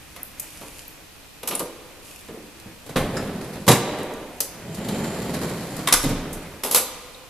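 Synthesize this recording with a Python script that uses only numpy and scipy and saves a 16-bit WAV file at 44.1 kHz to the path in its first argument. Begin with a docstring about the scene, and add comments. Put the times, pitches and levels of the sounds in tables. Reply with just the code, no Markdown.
"""Wheelchair and van door in a garage

A wheelchair rolls up to a van, its frame ticking and clanking as it is turned and stopped.
The van's sliding door is unlatched, bangs, rumbles back along its track and thumps into its rubber stop.
The bare garage rings after every knock; a small stereo camera stands close by."""
import sys
import numpy as np
from scipy import signal
from scipy.fft import rfft, irfft, next_fast_len
from scipy.io import wavfile
from scipy.ndimage import map_coordinates

SR = 44100
rng = np.random.default_rng(int(sys.argv[2]) if len(sys.argv) > 2 else 0)


def generate_wav(sig):
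    """Save sig (samples, or channels by samples) to the path in sys.argv[1] as 16-bit PCM at SR."""
    pcm = np.round(np.clip(np.atleast_2d(sig).T, -1, 1) * 32767).astype(np.int16)
    wavfile.write(sys.argv[1], SR, pcm)


N = 321489

# struck metal, broad spectrum: f/Hz, level/dB
METAL_SPECTRUM = [(59, -48), (100, -16.5), (216, -2), (255, 2.5), (403, -4.5), (507, -3.5), (852, -1.5),
                  (1270, -0.5), (1560, -7.5), (2460, -2.5), (4500, -4.5), (7260, -5), (8760, -6),
                  (11200, -4), (14400, -13)]
# its resonances: f/Hz, width/Hz, level/dB re spectrum
METAL_RESONANCES = [(482, 88, 4.5), (1005, 22, 1.8), (1180, 71, 2.3), (3540, 32, 0.71), (8020, 450, 2),
                    (9920, 220, 5.2), (11150, 120, 1.7), (11170, 55, 2.9)]
# stereo width of scattered sound: f/Hz, side/dB re mid
SCATTERED_WIDTH = [(60, -21), (300, -37), (700, -17.5), (2200, -7.5), (4200, -3.5), (8000, 2)]


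def amp(db):
    """Decibels to gain."""
    return 10 ** (np.asarray(db) / 20)


def unit(x):
    """Scale to rms 1."""
    return x / np.sqrt(np.mean(x ** 2) + 1e-20)


def along(points, hz):
    """Interpolate (f/Hz, value) points on a log axis."""
    f, v = np.transpose(points)
    return np.interp(np.log(hz + 1), np.log(f), v)


def curve(points):
    """Interpolate (t/s, value) points per sample."""
    return np.interp(np.arange(N) / SR, *np.transpose(points))


def since(s):
    """Seconds since s, 0 before."""
    return np.maximum(np.arange(N) / SR - s, 0)


def wobble(rate_hz):
    """Smooth random curve, rate_hz knots a second."""
    knots = rng.standard_normal(int(N * rate_hz / SR) + 4)
    return map_coordinates(knots, [np.arange(N) * rate_hz / SR])


def grit(rate_hz, life_s):
    """Specks give random, fading jolts."""
    jolts = (rng.random(N) < rate_hz / SR) * rng.random(N)
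    return signal.lfilter([1], [1, -np.exp(-1 / (life_s * SR))], jolts)


def add(track, s, sound):
    """Mix sound into track at s seconds."""
    start = max(round(s * SR), 0)
    part = track[:, start:start + sound.shape[1]]
    part += sound[:, :part.shape[1]]


def filtered(x, response):
    """Zero-phase filter with gain response(hz)."""
    n = x.shape[-1]
    m = next_fast_len(n + SR // 10)
    return irfft(rfft(x, m) * response(np.fft.rfftfreq(m, 1 / SR)), m)[..., :n]


def colour(spectrum, modes=()):
    """Response of a broad spectrum with resonances on it."""
    def response(hz):
        peaks = sum(amp(db) ** 2 / (1 + (2 * (hz - f) / width) ** 2) for f, width, db in modes)
        return amp(along(spectrum, hz)) * np.sqrt(1 + peaks)
    return response


def resonance(pitch_hz, width_hz):
    """Response of one steep-sided resonance."""
    def response(hz):
        damping = (1.5 * width_hz * hz) ** 2
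        return damping / (damping + (hz ** 2 - pitch_hz ** 2) ** 2)
    return response


def noise(response, size=N, width=None):
    """Coloured stereo noise, rms 1; the close microphones agree best at low frequencies."""
    # stereo width of near sound: f/Hz, side/dB re mid
    near_width = [(60, -31), (250, -51), (700, -22), (2200, -19), (4200, -7), (9000, -2.5)]
    mid, side = filtered(rng.standard_normal((2, size)), response)
    side = filtered(side, lambda hz: amp(along(width or near_width, hz)))
    return unit(np.array([mid + side, mid - side]))


def ring(response, t60_s, attack_s, crack=0):
    """Crowded modes struck at once: decaying noise after a brief contact crack."""
    t = np.arange(int(SR * np.clip(t60_s, 0.05, 2))) / SR
    fade = amp(-60 * t / max(t60_s, 0.003)) * (1 - np.exp(-t / attack_s))
    fade *= 1 + crack * np.exp(-t / 0.00057)
    sound = noise(response, size=len(t)) * fade
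    return unit(sound) * np.sqrt(np.mean(fade ** 2))


def small_parts(rows):
    """Each struck part rings in one resonance."""
    out = np.zeros((2, N))
    for s, db, hz, width_hz, t60_s in rows:
        add(out, s, amp(db) * ring(resonance(hz, width_hz), t60_s, attack_s=1 / hz + 0.0003))
    return out


def ringing(blows, modes):
    """Every (t/s, level/dB) blow rings all modes of a part."""
    return small_parts([(s, db + mode_db, hz, width_hz, t60_s)
                        for s, db, *_ in blows for hz, width_hz, t60_s, mode_db in modes])


def strikes(rows, response, thud_t60_ratio, click_t60_ratio, thud_hz, click_hz, crack):
    """Each blow wakes heavy parts (thud), panels (body) and the contact point (click)."""
    below = lambda hz, edge: 1 / np.sqrt(1 + (hz / edge) ** 8)
    above = lambda hz, edge: np.sqrt(1 - below(hz, edge) ** 2)
    thud = lambda hz: response(hz) * below(hz, thud_hz)
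    body = lambda hz: response(hz) * above(hz, thud_hz) * below(hz, click_hz)
    click = lambda hz: response(hz) * above(hz, click_hz)
    out = np.zeros((2, N))
    for s, db, thud_db, click_db, t60_s in rows:
        add(out, s, amp(db + thud_db) * ring(thud, t60_s * thud_t60_ratio, attack_s=0.0074))
        add(out, s, amp(db) * ring(body, t60_s, attack_s=0.001, crack=crack))
        snap = ring(click, t60_s * click_t60_ratio, attack_s=0.00086, crack=crack)
        add(out, s, amp(db + click_db) * snap)
    return out


def rebounds(rows, t60_s, gap_s=0.0118, loss_db=3):
    """Loose metal strikes again and again, each time weaker."""
    return [(s + delay_s, db - loss_db * k, thud_db, click_db, t60_s)
            for s, rattle_s, db, thud_db, click_db in rows
            for k, delay_s in enumerate(np.arange(0, rattle_s, gap_s))]


def hush():
    """Steady, wide hush of the garage air."""
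    # air: f/Hz, level/dB
    spectrum = [(12, -12), (20, 3.5), (120, -7.5), (214, -10.5), (297, -9.5), (360, -16), (437, -7.5),
                (515, -11), (1680, -18.5), (1830, -15.5), (2280, -19.5), (2480, -14), (7870, -21.5),
                (12900, -22.5), (14400, -21.5)]
    # resonance: f/Hz, width/Hz, level/dB re spectrum
    modes = [(2400, 180, 1)]
    # stereo width: f/Hz, side/dB re mid
    width = [(30, -8), (200, -0.5), (8000, -1.5)]
    return amp(-46) * noise(colour(spectrum, modes), width=width)


def garage_response():
    """Floor and van flank reflect at once; bare walls ring on, longest in the midrange."""
    # wall decay: f/Hz, t60/s
    decay = [(60, 0.42), (200, 0.82), (500, 1.95), (2000, 1.71), (5000, 0.98), (12000, 0.58)]
    # tail spectrum: f/Hz, level/dB re direct
    spectrum = [(60, -39.5), (200, 1), (500, -4), (2000, -4), (5000, -5.5), (12000, -12)]
    white = noise(np.ones_like, size=int(1.3 * SR), width=SCATTERED_WIDTH)
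    hz, t, bins = signal.stft(white, SR, nperseg=256)
    t60_s = along(decay, hz)[:, None]
    fade = amp(-60 * t / t60_s) * np.sqrt(2 * np.log(1000) / (t60_s * SR))  # unit energy
    onset = 1 - np.exp(-t / 0.0076)
    tail = signal.istft(bins * fade * amp(along(spectrum, hz))[:, None] * onset, SR, nperseg=256)[1]
    early = ring(colour([(100, -24), (600, -2), (3000, -3)]), t60_s=0.24, attack_s=0.0089)
    add(tail, 0.004, amp(-6.5) * early / np.linalg.norm(early[0]))
    return tail


def garage_echo(x, count=12):
    """Garage reverberation; crossfaded random responses ring smoothly, without steady tones."""
    out, step = np.zeros((2, N)), N // count + 1
    for start in range(-step, N, step):
        span = np.arange(max(start, 0), min(start + 2 * step, N))
        windowed = x[:, span].mean(axis=0) * np.sin(np.pi * (span - start) / (2 * step))
        add(out, span[0] / SR, signal.fftconvolve([windowed], garage_response(), axes=1))
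    return out


def chair_wheels():
    """Tyres roll on concrete; push rims slide through the hands, ticking now and then."""
    # rolling: t/s, level/dB
    rolling = [(0, -50.5), (.17, -49), (.3, -49.5), (.65, -49), (1.1, -56.5), (1.4, -53), (6.6, -48),
               (7.29, -59.5)]
    # tyre roar: f/Hz, level/dB
    tyre_spectrum = [(35, -35), (60, -5.5), (226, -10.5), (329, -6), (415, -25), (568, -15.5),
                     (2500, -16.5), (3250, -36), (5500, -120)]
    # rim slides: t/s, length/s, level/dB
    slides = [(0, 0.35, -62), (0.363, 0.43, -46.5), (2.02, 0.11, -46.5), (6.945, 0.19, -54.5)]
    # rim hiss: f/Hz, level/dB
    rim_spectrum = [(1470, -21), (2500, 10), (3940, -0.5), (4460, 5), (4840, 3), (11700, 6), (14400, -6.5)]
    attack_s, release_db_per_s = 0.041, 56
    rolling_db = curve(rolling)
    grip_power = amp(rolling_db - 6) ** 2  # light touch while rolling
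    for s, length_s, db in slides:
        onset = np.minimum(since(s) / attack_s, 1)
        grip_power += (onset * amp(db - release_db_per_s * since(s + length_s))) ** 2
    friction = np.sqrt(grip_power) * amp(0.66 * wobble(200))
    rims = friction * (1 + 4 * grit(rate_hz=27, life_s=0.001)) * noise(colour(rim_spectrum))
    tyres = amp(rolling_db + 1.8 * wobble(20)) * noise(colour(tyre_spectrum))
    return rims + tyres


def metal_ticks():
    """Light metal parts tick."""
    # ticks: t/s, level/dB, f/Hz, width/Hz, t60/s
    ticks = [(0.2315, -15, 12300, 1600, 0.0089), (0.397, -18, 10800, 7000, 0.038),
             (0.792, -27, 3960, 9000, 0.014), (0.880, -27, 12600, 1200, .015),
             (1.5515, -16, 9400, 1200, 0.037), (2.5995, -32.5, 5500, 9000, .012),
             (2.959, -26, 2270, 1790, 0.19), (2.9655, -29, 8800, 7000, 0.23),
             (4.0315, -32, 9500, 6000, .025), (4.137, -35, 7450, 7000, .027),
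             (4.4042, -13.5, 11100, 6000, 0.015), (4.745, -34, 6000, 9000, 0.11),
             (5.7659, -27.5, 8750, 9000, 0.032), (6.0297, -22, 9300, 3500, 0.026),
             (6.329, -30.5, 9200, 5300, .12), (7.146, -35.5, 3750, 300, 0.029)]
    return small_parts(ticks)


def chair_clanks():
    """Brake levers clank; the thud rings the frame tubes, the click a spring."""
    # clanks: t/s, rattle/s, body/dB, thud/dB re body, click/dB re body
    clanks = [(0.162, .005, -36, -26, -4), (0.612, .018, -41, -2, -3), (1.431, .005, -33, -5.5, -2.5),
              (1.4745, .018, -28.5, -12, 7.5), (1.51, .042, -26, -10, -6), (1.551, .005, -32.5, -29, 5),
              (1.593, .005, -33.5, -21, 9), (1.6, .005, -32, 2.5, -1), (4.404, .005, -29.5, -14.5, 13),
              (6.635, .066, -25, -8.5, 3), (6.7115, .03, -27.5, -13, 9), (6.746, .042, -16.5, -15.5, 7)]
    # tubes: f/Hz, width/Hz, t60/s, level/dB re thud
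    frame_modes = [(474, 180, 0.21, 3.5), (844, 420, 0.22, -3.5)]
    # spring: f/Hz, width/Hz, t60/s, level/dB re click
    spring_modes = [(11400, 1400, 0.056, 0)]
    contacts = rebounds(clanks, t60_s=0.077)
    levers = strikes(contacts, colour(METAL_SPECTRUM, METAL_RESONANCES), thud_t60_ratio=3.05,
                     click_t60_ratio=0.93, thud_hz=358, click_hz=4020, crack=0.46)
    frame = ringing([(s, db + thud_db) for s, db, thud_db, _, _ in contacts], frame_modes)
    spring = ringing([(s, db + click_db) for s, db, _, click_db, _ in contacts], spring_modes)
    return levers + frame + spring


def door_lock():
    """The lock works inside the hollow panel."""
    # thuds: t/s, level/dB, f/Hz, width/Hz, t60/s
    thuds = [(2.287, -38, 308, 150, 0.77), (2.345, -40, 397, 180, 0.33), (2.657, -37, 167, 111, 0.26)]
    return small_parts(thuds)


def moving(start_s, end_s, rise_s=0.073, fall_s=0.21):
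    """1 while the door rolls, 0 at rest."""
    return curve([(start_s - rise_s, 0), (start_s, 1), (end_s, 1), (end_s + fall_s, 0)])


def roller_drone(speed_re_top_db, top_hz=195.7, width_hz=95, speed_exponent=0.26):
    """Narrow hum, rising in pitch with roller speed."""
    pitch_hz = top_hz * amp(speed_exponent * speed_re_top_db)
    phase = 2 * np.pi * np.cumsum(pitch_hz) / SR
    return unit(wobble(width_hz) * np.cos(phase) + wobble(width_hz) * np.sin(phase))


def door_rollers():
    """Rollers judder over the track: the door rumbles, the rail rasps, bearings hiss and sing."""
    # door rumble: f/Hz, level/dB
    rumble_spectrum = [(24, -46), (40, -37), (70, -9), (162, 2.5), (206, 2), (305, -13), (381, -7),
                       (400, -1.5), (520, -46), (880, -120)]
    # rail rasp: f/Hz, level/dB
    rail_spectrum = [(160, -10.5), (280, 1.5), (387, -2.5), (511, -0.5), (564, -4), (705, -6.5),
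                     (1230, -15.5), (1940, -18), (3540, -24.5), (4000, -23), (5200, -59), (8800, -120)]
    # rail resonance: f/Hz, width/Hz, level/dB re spectrum
    rail_modes = [(613, 75, 0)]
    # bearing hiss: f/Hz, level/dB
    bearing_spectrum = [(2000, 6), (3000, -5), (4300, 3.5), (6000, -3), (8000, -2.5), (11800, -1.5),
                        (14400, -11)]
    # bearing song: f/Hz, width/Hz, level/dB
    bearing_modes = [(1860, 170, -6), (2190, 180, -11), (3100, 160, -1), (4200, 460, -1), (7260, 400, 6)]
    # long pull, door speed as loudness: t/s, level/dB
    pull = [(4.55, -49), (4.69, -42.5), (4.801, -35.5), (4.91, -31.5), (5.11, -33), (5.4, -32.5),
            (5.73, -37), (5.85, -36.5)]
    # coasting after a jolt: t/s, length/s, rasp/dB, rumble/dB, hiss/dB
    coasts = [(3.03, 0.56, -29.5, -30.5, -44), (3.87, 0.35, -32, -46.5, -55),
              (6.143, 0.31, -35.5, -37.5, -50.5)]
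    judder, jolts = wobble(35), grit(rate_hz=50, life_s=0.012)
    rumble = unit(noise(colour(rumble_spectrum)) * amp(0.91 * judder))
    rasp = noise(colour(rail_spectrum, rail_modes), width=SCATTERED_WIDTH)
    rasp = unit(rasp * amp(1.7 * judder) * (1 + 0.4 * jolts))
    hiss = noise(colour(bearing_spectrum), width=SCATTERED_WIDTH)
    hiss = unit(hiss * amp(1.8 * wobble(350)) * (1 + 1.3 * jolts))
    song = unit(sum(amp(db + 2.8 * wobble(11)) * noise(resonance(hz, width_hz), width=SCATTERED_WIDTH)
                    for hz, width_hz, db in bearing_modes))  # each mode flutters on its own
    speed_db, age_s = curve(pull), since(pull[0][0])
    speed_re_top_db = speed_db - speed_db.max()
    bass = rumble + amp(-1) * roller_drone(speed_re_top_db)
    rolling = rasp + amp(2.5 - 4.5 * age_s) * bass + amp(-10 + 6 * age_s) * hiss  # thins with travel
    singing = amp(-47 + speed_re_top_db) * song * (1 + 1.1 * jolts)
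    out = moving(pull[0][0], pull[-1][0]) * (amp(speed_db) * rolling + singing)
    for s, length_s, rasp_db, rumble_db, hiss_db in coasts:
        age_s = since(s)
        out += moving(s, s + length_s) * (amp(rasp_db - 21 * age_s) * rasp
                                          + amp(rumble_db - 11.5 * age_s) * rumble
                                          + amp(hiss_db - 2 * age_s) * hiss)
    return out


def door_catch():
    """The roller rides over the hold-open catch and snaps in behind it."""
    # clacks: t/s, rattle/s, body/dB, thud/dB re body, click/dB re body
    clacks = [(5.873, .018, -17.5, -16, 2.5), (5.925, .018, -13.5, -13, 10.5)]
    # catch: f/Hz, width/Hz, t60/s, level/dB re body
    modes = [(1040, 180, 0.11, -7.5), (1400, 880, 0.14, -6.5), (2100, 790, 0.1, -9.5),
             (3540, 200, 0.07, -8)]
    contacts = rebounds(clacks, t60_s=0.052)
    snaps = strikes(contacts, colour(METAL_SPECTRUM, METAL_RESONANCES), thud_t60_ratio=3.1,
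                    click_t60_ratio=0.93, thud_hz=350, click_hz=4450, crack=0.32)
    return snaps + ringing(contacts, modes)


def door_blows():
    """Handle, latch and stops strike the hollow steel door; it rings and its skin sways on."""
    # blows: t/s, body/dB, thud/dB re body, click/dB re body
    blows = [(2.285, -39.5, 3, -18), (2.657, -47, 3, -14), (2.862, -43, 4.5, 2), (2.892, -36, 0, -2.5),
             (2.958, -17.5, -6, -16.5), (3.666, -31, -5, 2), (3.6786, -9, -3.5, -3.5),
             (3.685, -18.5, -4.5, 8.5), (3.713, -22, -14, 9.5), (3.984, -32.5, -4, -5),
             (4.885, -31, -12, 2), (6.038, -24, 7.5, -1.5), (6.091, -29, 10, -1.5)]
    # struck door: f/Hz, level/dB
    spectrum = [(29, -39), (50, -18), (263, 9.5), (366, -3), (561, -3), (632, -7.5), (923, -4.5),
                (1450, -13), (1920, -21.5), (2880, -15.5), (3830, -17), (5460, -21.5), (7090, -20),
                (11400, -20), (14400, -25)]
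    # its resonances: f/Hz, width/Hz, level/dB re spectrum
    modes = [(127, 36, 12.5), (276, 5.8, 3), (454, 18, -20), (470, 75, 6.5), (970, 15, -5), (1050, 22, 1),
             (2020, 26, -12), (2650, 73, -22), (3900, 63, 6.5), (7400, 100, 5)]
    # panel ring: f/Hz, width/Hz, t60/s, level/dB re body
    panel_modes = [(142, 53, 0.18, 1), (249, 38, 0.23, -8.5), (393, 560, 0.36, -11),
                   (1970, 600, 0.32, -13.5), (3400, 1600, .18, -17)]
    # latch ping as the door comes free: t/s, level/dB
    pings = [(3.168, -28)]
    # latch: f/Hz, width/Hz, t60/s, level/dB re ping
    latch_modes = [(1400, 640, 0.12, 0.5), (5180, 410, 0.078, -3), (7300, 900, 0.09, -6),
                   (10500, 2300, 0.089, -9)]
    # skin sways: t/s, level/dB, t60/s
    sways = [(2.958, -28.5, 0.98), (3.68, -42, .45), (5.93, -32, 1.5), (6.04, -30, 1.85)]
    contacts = [(s, db, thud_db, click_db, 0.22 * amp(0.083 * thud_db))  # more thud, longer t60
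                for s, db, thud_db, click_db in blows]
    out = strikes(contacts, colour(spectrum, modes), thud_t60_ratio=1.15,
                  click_t60_ratio=0.55, thud_hz=340, click_hz=3700, crack=0.51)
    out += ringing(blows, panel_modes) + ringing(pings, latch_modes)
    skin = colour([(15, -15), (28, 23.5), (45, 5), (85, 10.5), (150, -5), (400, -90)])
    for s, db, t60_s in sways:
        add(out, s, amp(db) * ring(skin, t60_s, attack_s=0.0057))
    return out


def scene():
    """Door and chair in the garage, over its hush."""
    door = door_lock() + door_blows() + door_rollers() + door_catch()
    direct = door + chair_clanks() + metal_ticks()
    balance_db = [[-0.3], [0.3]]
    return (hush() + direct + garage_echo(direct) + chair_wheels()) * amp(balance_db)


def record(dry):
    """The camera rounds off peaks and limits the band."""
    cutoff_hz = 14220
    rounded = dry / (1 + np.abs(dry) ** 6) ** (1 / 6)
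    return filtered(rounded, lambda hz: 1 / np.sqrt(1 + (hz / cutoff_hz) ** 300))


dry = scene()
out = record(dry)
generate_wav(out)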